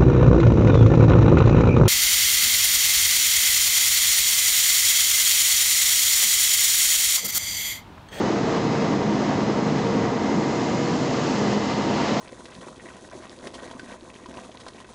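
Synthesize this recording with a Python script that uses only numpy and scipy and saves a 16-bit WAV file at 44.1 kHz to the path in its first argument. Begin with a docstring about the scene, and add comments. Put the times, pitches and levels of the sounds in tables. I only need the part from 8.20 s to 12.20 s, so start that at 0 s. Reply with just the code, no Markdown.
"""A six-cylinder diesel truck engine runs fast outdoors, close by, driving a pump and a fan.
From the start its firings hum and clatter, gears whine, the pump whistles, the fan hums and roars,
and hissing air makes the metalwork ring. From about 2 s the hiss grows brighter as the listener
steps back from the truck's end panel. Near 2.7 s the engine speeds up briefly, then settles,
and the whistles fade toward the end."""
import sys
import numpy as np
from scipy import signal
from scipy.fft import rfft, irfft
from scipy.io import wavfile
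from scipy.ndimage import uniform_filter1d

SR = 44100
rng = np.random.default_rng(int(sys.argv[2]) if len(sys.argv) > 2 else 0)


def dump_mix(stems):
    """Bounce the given channels to the path in sys.argv[1] as a 16-bit WAV at rate SR."""
    frames = np.atleast_2d(stems).T  # one column per channel
    limited = np.clip(frames, -1, 1)  # hard clip at full scale
    pcm = np.round(limited * 32767).astype(np.int16)
    wavfile.write(sys.argv[1], SR, pcm)


N = 176400
TIME = np.arange(N) / SR

# Tone colour of the steady air hiss: (frequency [Hz], relative level [dB])
HISS_COLOUR = [(800, -18), (1700, 1.5), (2400, -2.5), (3600, -1), (4500, -3), (5800, -4), (6600, -3.5),
               (7300, -10.5), (8000, -16), (8700, -36.5)]
# Metalwork rung by the hiss: (frequency [Hz], width [Hz], level [dB])
METAL_RINGS = [(1730, 140, -50.5), (1930, 53, -50.5), (2990, 150, -54.5), (4200, 320, -51.5),
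               (5110, 250, -51)]
# The ringing grows a little, then eases: (time [s], level change [dB])
RING_CHANGE = [(0, -2.5), (1.9, -1.5), (2.6, 0), (2.95, 2), (3.33, 1.5), (3.55, 2), (4, 0)]
# Bright hiss from behind the panel: (frequency [Hz], relative level [dB])
BRIGHT_HISS_COLOUR = [(1200, -15), (2300, 1), (2900, 7.5), (3600, 0), (4600, 4), (5600, -3.5), (6500, -11),
                      (8500, -22.5)]
# It comes through as the listener steps back: (time [s], level [dB])
BRIGHT_HISS_LEVEL = [(0, -55), (1.0, -52.5), (1.9, -60), (2.4, -45.5), (2.8, -41.5), (2.92, -41.5),
                     (3.17, -41), (3.25, -43), (3.33, -38.5), (3.4, -46), (3.52, -37), (3.63, -43),
                     (3.72, -40), (3.9, -42), (4, -45)]
# The sizzling top of the hiss: (frequency [Hz], relative level [dB])
TOP_HISS_COLOUR = [(4000, -13), (5700, 0.5), (6900, 3.5), (7500, -3.5), (8200, -14), (8700, -30.5)]
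# It comes through too: (time [s], level [dB])
TOP_HISS_LEVEL = [(0, -59), (1.85, -62), (2.15, -49), (2.4, -46), (3.0, -45), (3.55, -48.5), (4, -52)]
# Thin whistles of the pump: (frequency [Hz], level [dB])
PUMP_WHISTLES = [(2548, -55.5), (2977, -59.5), (3892, -61.5), (4135, -60.5), (5050, -58)]
# They fade as the listener steps back: (time [s], level change [dB])
WHISTLE_CHANGE = [(0, -1), (.5, 3), (1.2, -1), (2.3, 0), (4, -5)]
# Air rushing through the fan: (frequency [Hz], relative level [dB])
RUSH_COLOUR = [(250, -17), (520, -3), (700, 1.5), (880, -3.5), (1160, -4.5), (1480, -13), (2000, -13.5),
               (3000, -22.5), (8000, -52)]
# Fan and engine heard through the bodywork: (frequency [Hz], relative level [dB])
ROAR_COLOUR = [(25, -49.5), (40, -32.5), (70, -19), (100, -8.5), (135, -5.5), (190, -2.5), (250, 1),
               (340, -0.9), (520, -8.5), (720, -14), (1000, -20), (2000, -34.5), (8000, -69)]
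# The fan's deep roar: (time [s], relative level [dB])
FAN_ROAR_LEVEL = [(0, -21), (.22, -22.5), (.42, -22.5), (.58, -23), (.95, -22.5), (1.45, -24), (1.58, -23),
                  (1.83, -23), (1.97, -24.5), (2.15, -20), (2.32, -23.5), (2.8, -24.5), (3.2, -23.5),
                  (3.55, -25.5), (3.75, -23), (4, -24)]
# A low boom heard close to the panel: (time [s], level [dB])
PANEL_BOOM_LEVEL = [(0, -41), (.45, -26.5), (.9, -31.5), (1.2, -31.5), (1.8, -28.5), (2.1, -40),
                    (2.7, -29.5), (4, -45.5)]
# The hum of the fan blades: (time [s], level [dB])
BLADE_HUM_LEVEL = [(0, -29.5), (.38, -42), (.65, -30.5), (.95, -29.5), (2.2, -31), (2.45, -39), (2.85, -46),
                   (3.05, -42), (3.28, -26.5), (3.52, -34.5), (4, -30)]
# A low drone tone and two gear whines, changing with where the listener stands: (time [s], level [dB])
LOW_DRONE_LEVEL = [(0, -40), (.35, -30.5), (.85, -37), (1.05, -43), (1.8, -31.5), (2.0, -36.5),
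                   (2.52, -37.5), (2.7, -30), (3.0, -37.5), (3.33, -34), (3.6, -47), (4, -37)]
MID_WHINE_LEVEL = [(0, -41), (.2, -49.5), (.45, -41), (.95, -42.5), (1.7, -40.5), (2.55, -40.5), (2.8, -46),
                   (3.4, -45), (3.8, -37), (4, -59)]
HIGH_WHINE_LEVEL = [(0, -49), (.6, -48), (1.7, -55), (2.1, -46.5), (2.65, -50), (2.9, -58.5), (3.45, -43.5),
                    (3.7, -48), (4, -48)]
# Clatter of the firings: (frequency [Hz], relative level [dB])
CLATTER_COLOUR = [(200, -22.5), (500, 3.5), (900, 0), (1500, -2.5), (2200, -13), (4000, -22), (7000, -42),
                  (8700, -60.5)]
# Clatter, rush and hiss swell and sink together: (time [s], level change [dB])
SHARED_SWELL = [(0, 1), (.2, 0.2), (.33, 2.1), (.6, 1.2), (.8, -1), (1.05, 1), (1.3, -0.3), (1.5, .5),
                (1.75, .4), (1.92, -0.8), (2.1, -0.1), (2.9, -0.56), (3.33, 0.7), (3.57, -1.6), (3.82, 2.1),
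                (4, 2)]
# Pitches of the engine's steady tones: (order [vibrations per engine cycle])
HUM_ORDERS = [6, 12, 14, 24, 75, 93, 111, 186]
# How strong each of those tones is: (level [dB])
HUM_LEVELS = [-52.5, -44, -46, -37, -57.5, -49.5, -51.5, -50.5]
# How fast the engine turns: (time [s], speed [turns per minute])
ENGINE_SPEED = [(0, 1256), (.3, 1272), (.8, 1289), (1.5, 1294), (2.42, 1291), (2.65, 1338), (2.8, 1334),
                (3.0, 1298), (3.2, 1281), (3.6, 1273), (4, 1297)]


def from_db(db):
    """Turn decibels into a number to multiply a sound by."""
    return 10 ** (np.asarray(db) / 20)


def rms_one(x):
    """Scale a sound so that its average strength (rms) is 1."""
    return x / np.sqrt(np.mean(x ** 2) + 1e-20)


def in_time(rows):
    """Join (time, value) rows with straight lines, giving a value for every sample."""
    return np.interp(TIME, *np.transpose(rows))


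def gain_at(spectrum, hz):
    """Read a (frequency, level) table as a multiplier at the given frequencies."""
    points, db = np.transpose(spectrum)
    return from_db(np.interp(np.log(hz + 1e-6), np.log(points), db))


def colour(x, spectrum):
    """Shape a sound's lows and highs with a (frequency, level) table; strength 1."""
    bins = rfft(x)
    hz = np.arange(len(bins)) * SR / N
    return rms_one(irfft(bins * gain_at(spectrum, hz), N))


def noise(spectrum):
    """Noise with the given tone colour; strength 1."""
    return colour(rng.standard_normal(N), spectrum)


def drift(rate_hz):
    """A slow random wobble, about 1 in size, worked out every 100 samples."""
    r = np.exp(-200 * np.pi * rate_hz / SR)
    slow = signal.lfilter([1], [1, -2 * r, r * r], rng.standard_normal(N // 100 + 1002))[1000:]
    return np.interp(np.arange(N) / 100, np.arange(len(slow)), rms_one(slow))


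def steady(x, window_s=.12):
    """Even out the slow random swells of a noise; strength 1."""
    return x / np.sqrt(uniform_filter1d(x ** 2, int(window_s * SR)) + 1e-20)


def resonate(x, hz, width_hz):
    """Make a sound ring at one pitch; a narrower width rings longer."""
    r = np.exp(-np.pi * width_hz / SR)
    return signal.lfilter([1, 0, -1], [1, -2 * r * np.cos(2 * np.pi * hz / SR), r * r], x)


def tone(cycles, order):
    """A slightly unsteady tone that vibrates `order` times per engine cycle; strength 1."""
    wobbly_cycles = np.cumsum(np.gradient(cycles) * (1 + .0008 * drift(7.7)))
    wave = np.sin(2 * np.pi * (order * wobbly_cycles + rng.random()))
    return rms_one(wave * from_db(.5 * drift(2.6)))


def air_hiss():
    """Air hisses and rings the metalwork; the panel blocks the brighter hiss at first."""
    rings = sum(from_db(db) * rms_one(resonate(noise(HISS_COLOUR), hz, width))
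                for hz, width, db in METAL_RINGS)
    bright = from_db(in_time(BRIGHT_HISS_LEVEL)) * noise(BRIGHT_HISS_COLOUR)
    sizzle = from_db(in_time(TOP_HISS_LEVEL)) * noise(TOP_HISS_COLOUR)
    hiss = from_db(-41) * noise(HISS_COLOUR)
    return hiss + from_db(in_time(RING_CHANGE)) * rings + bright + sizzle


def pump_whistles(width_hz=65, waver_db=2):
    """Flow through the pump sings at a few pitches, each swelling and fading on its own."""
    whistles = 0
    for hz, db in PUMP_WHISTLES:
        flow = rng.standard_normal(N)
        whistle = resonate(resonate(flow, hz, width_hz), hz, width_hz)
        whistles += from_db(db) * rms_one(whistle * from_db(waver_db * drift(4.2)))
    return from_db(in_time(WHISTLE_CHANGE)) * whistles


def fan_rush():
    """Air rushes through the fan as a mid-pitched noise."""
    return from_db(-31) * noise(RUSH_COLOUR)


def fan_hum_and_roar(cycles, blade_order=19.49):
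    """The blades hum, with a weaker octave above; churning air roars and booms in the bodywork."""
    blades = tone(cycles, blade_order) + from_db(-10) * tone(cycles, 2 * blade_order)
    roar = from_db(in_time(FAN_ROAR_LEVEL) - 2) * steady(noise(ROAR_COLOUR))
    boom = steady(resonate(noise(ROAR_COLOUR), hz=139.4, width_hz=53))
    return from_db(in_time(BLADE_HUM_LEVEL)) * blades + roar + from_db(in_time(PANEL_BOOM_LEVEL)) * boom


def gear_whine(cycles, mid_order=87):
    """The pump's gears whine at two pitches over a low drone tone; a close tone on each side makes the middle
    one flutter."""
    side_tones = tone(cycles, mid_order - 1) + tone(cycles, mid_order + 1)
    middle = from_db(in_time(MID_WHINE_LEVEL)) * (tone(cycles, mid_order) + from_db(-5) * side_tones)
    low = from_db(in_time(LOW_DRONE_LEVEL)) * tone(cycles, order=43)
    high = from_db(in_time(HIGH_WHINE_LEVEL)) * tone(cycles, order=194)
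    return low + middle + high


def engine_clatter(cycles, cylinders=6, decay_s=.0066):
    """Each firing sets off a short rattle in the engine block; some cylinders knock harder."""
    firings = cycles * cylinders
    cylinder = firings.astype(int) % cylinders
    since_firing_s = (firings % 1) / (np.gradient(firings) * SR)
    cylinder_db = 5.5 * rng.uniform(-0.87, 1, cylinders)
    knocks = rng.standard_normal(N) * from_db(cylinder_db[cylinder]) * np.exp(-since_firing_s / decay_s)
    return from_db(-39) * colour(knocks, CLATTER_COLOUR)


def engine_drone(cycles, harmonics=200, wave_samples=8192):
    """Every cycle repeats the same pressure wave, making a drone; a few tones stand out as a hum."""
    hz = np.arange(harmonics) * cycles[-1] * SR / N  # multiples of the average cycle rate
    phases = np.exp(2j * np.pi * rng.random(harmonics))
    wave = irfft(gain_at(ROAR_COLOUR, hz) * phases * (hz > 0), wave_samples)
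    drone = rms_one(np.interp(cycles % 1, np.arange(wave_samples) / wave_samples, wave))
    hum = sum(from_db(db) * tone(cycles, order) for order, db in zip(HUM_ORDERS, HUM_LEVELS))
    return from_db(-33) * drone + hum


def scene():
    """Add all the sounds into one channel; engine, gears and fan turn together."""
    cycles = np.cumsum(in_time(ENGINE_SPEED)) / (2 * 60 * SR)  # engine cycles so far, two turns each
    noises = engine_clatter(cycles) + fan_rush() + air_hiss()
    swell = from_db(in_time(SHARED_SWELL) + .5 * drift(4.1))  # with a slight flutter
    machinery = engine_drone(cycles) + gear_whine(cycles) + fan_hum_and_roar(cycles) + pump_whistles()
    return (machinery + swell * noises)[None]


def record(dry, cutoff_hz=8700):
    """Cut away the highest treble steeply."""
    return signal.sosfilt(signal.ellip(10, .1, 80, cutoff_hz, fs=SR, output="sos"), dry)


dry = scene()
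out = record(dry)
dump_mix(out)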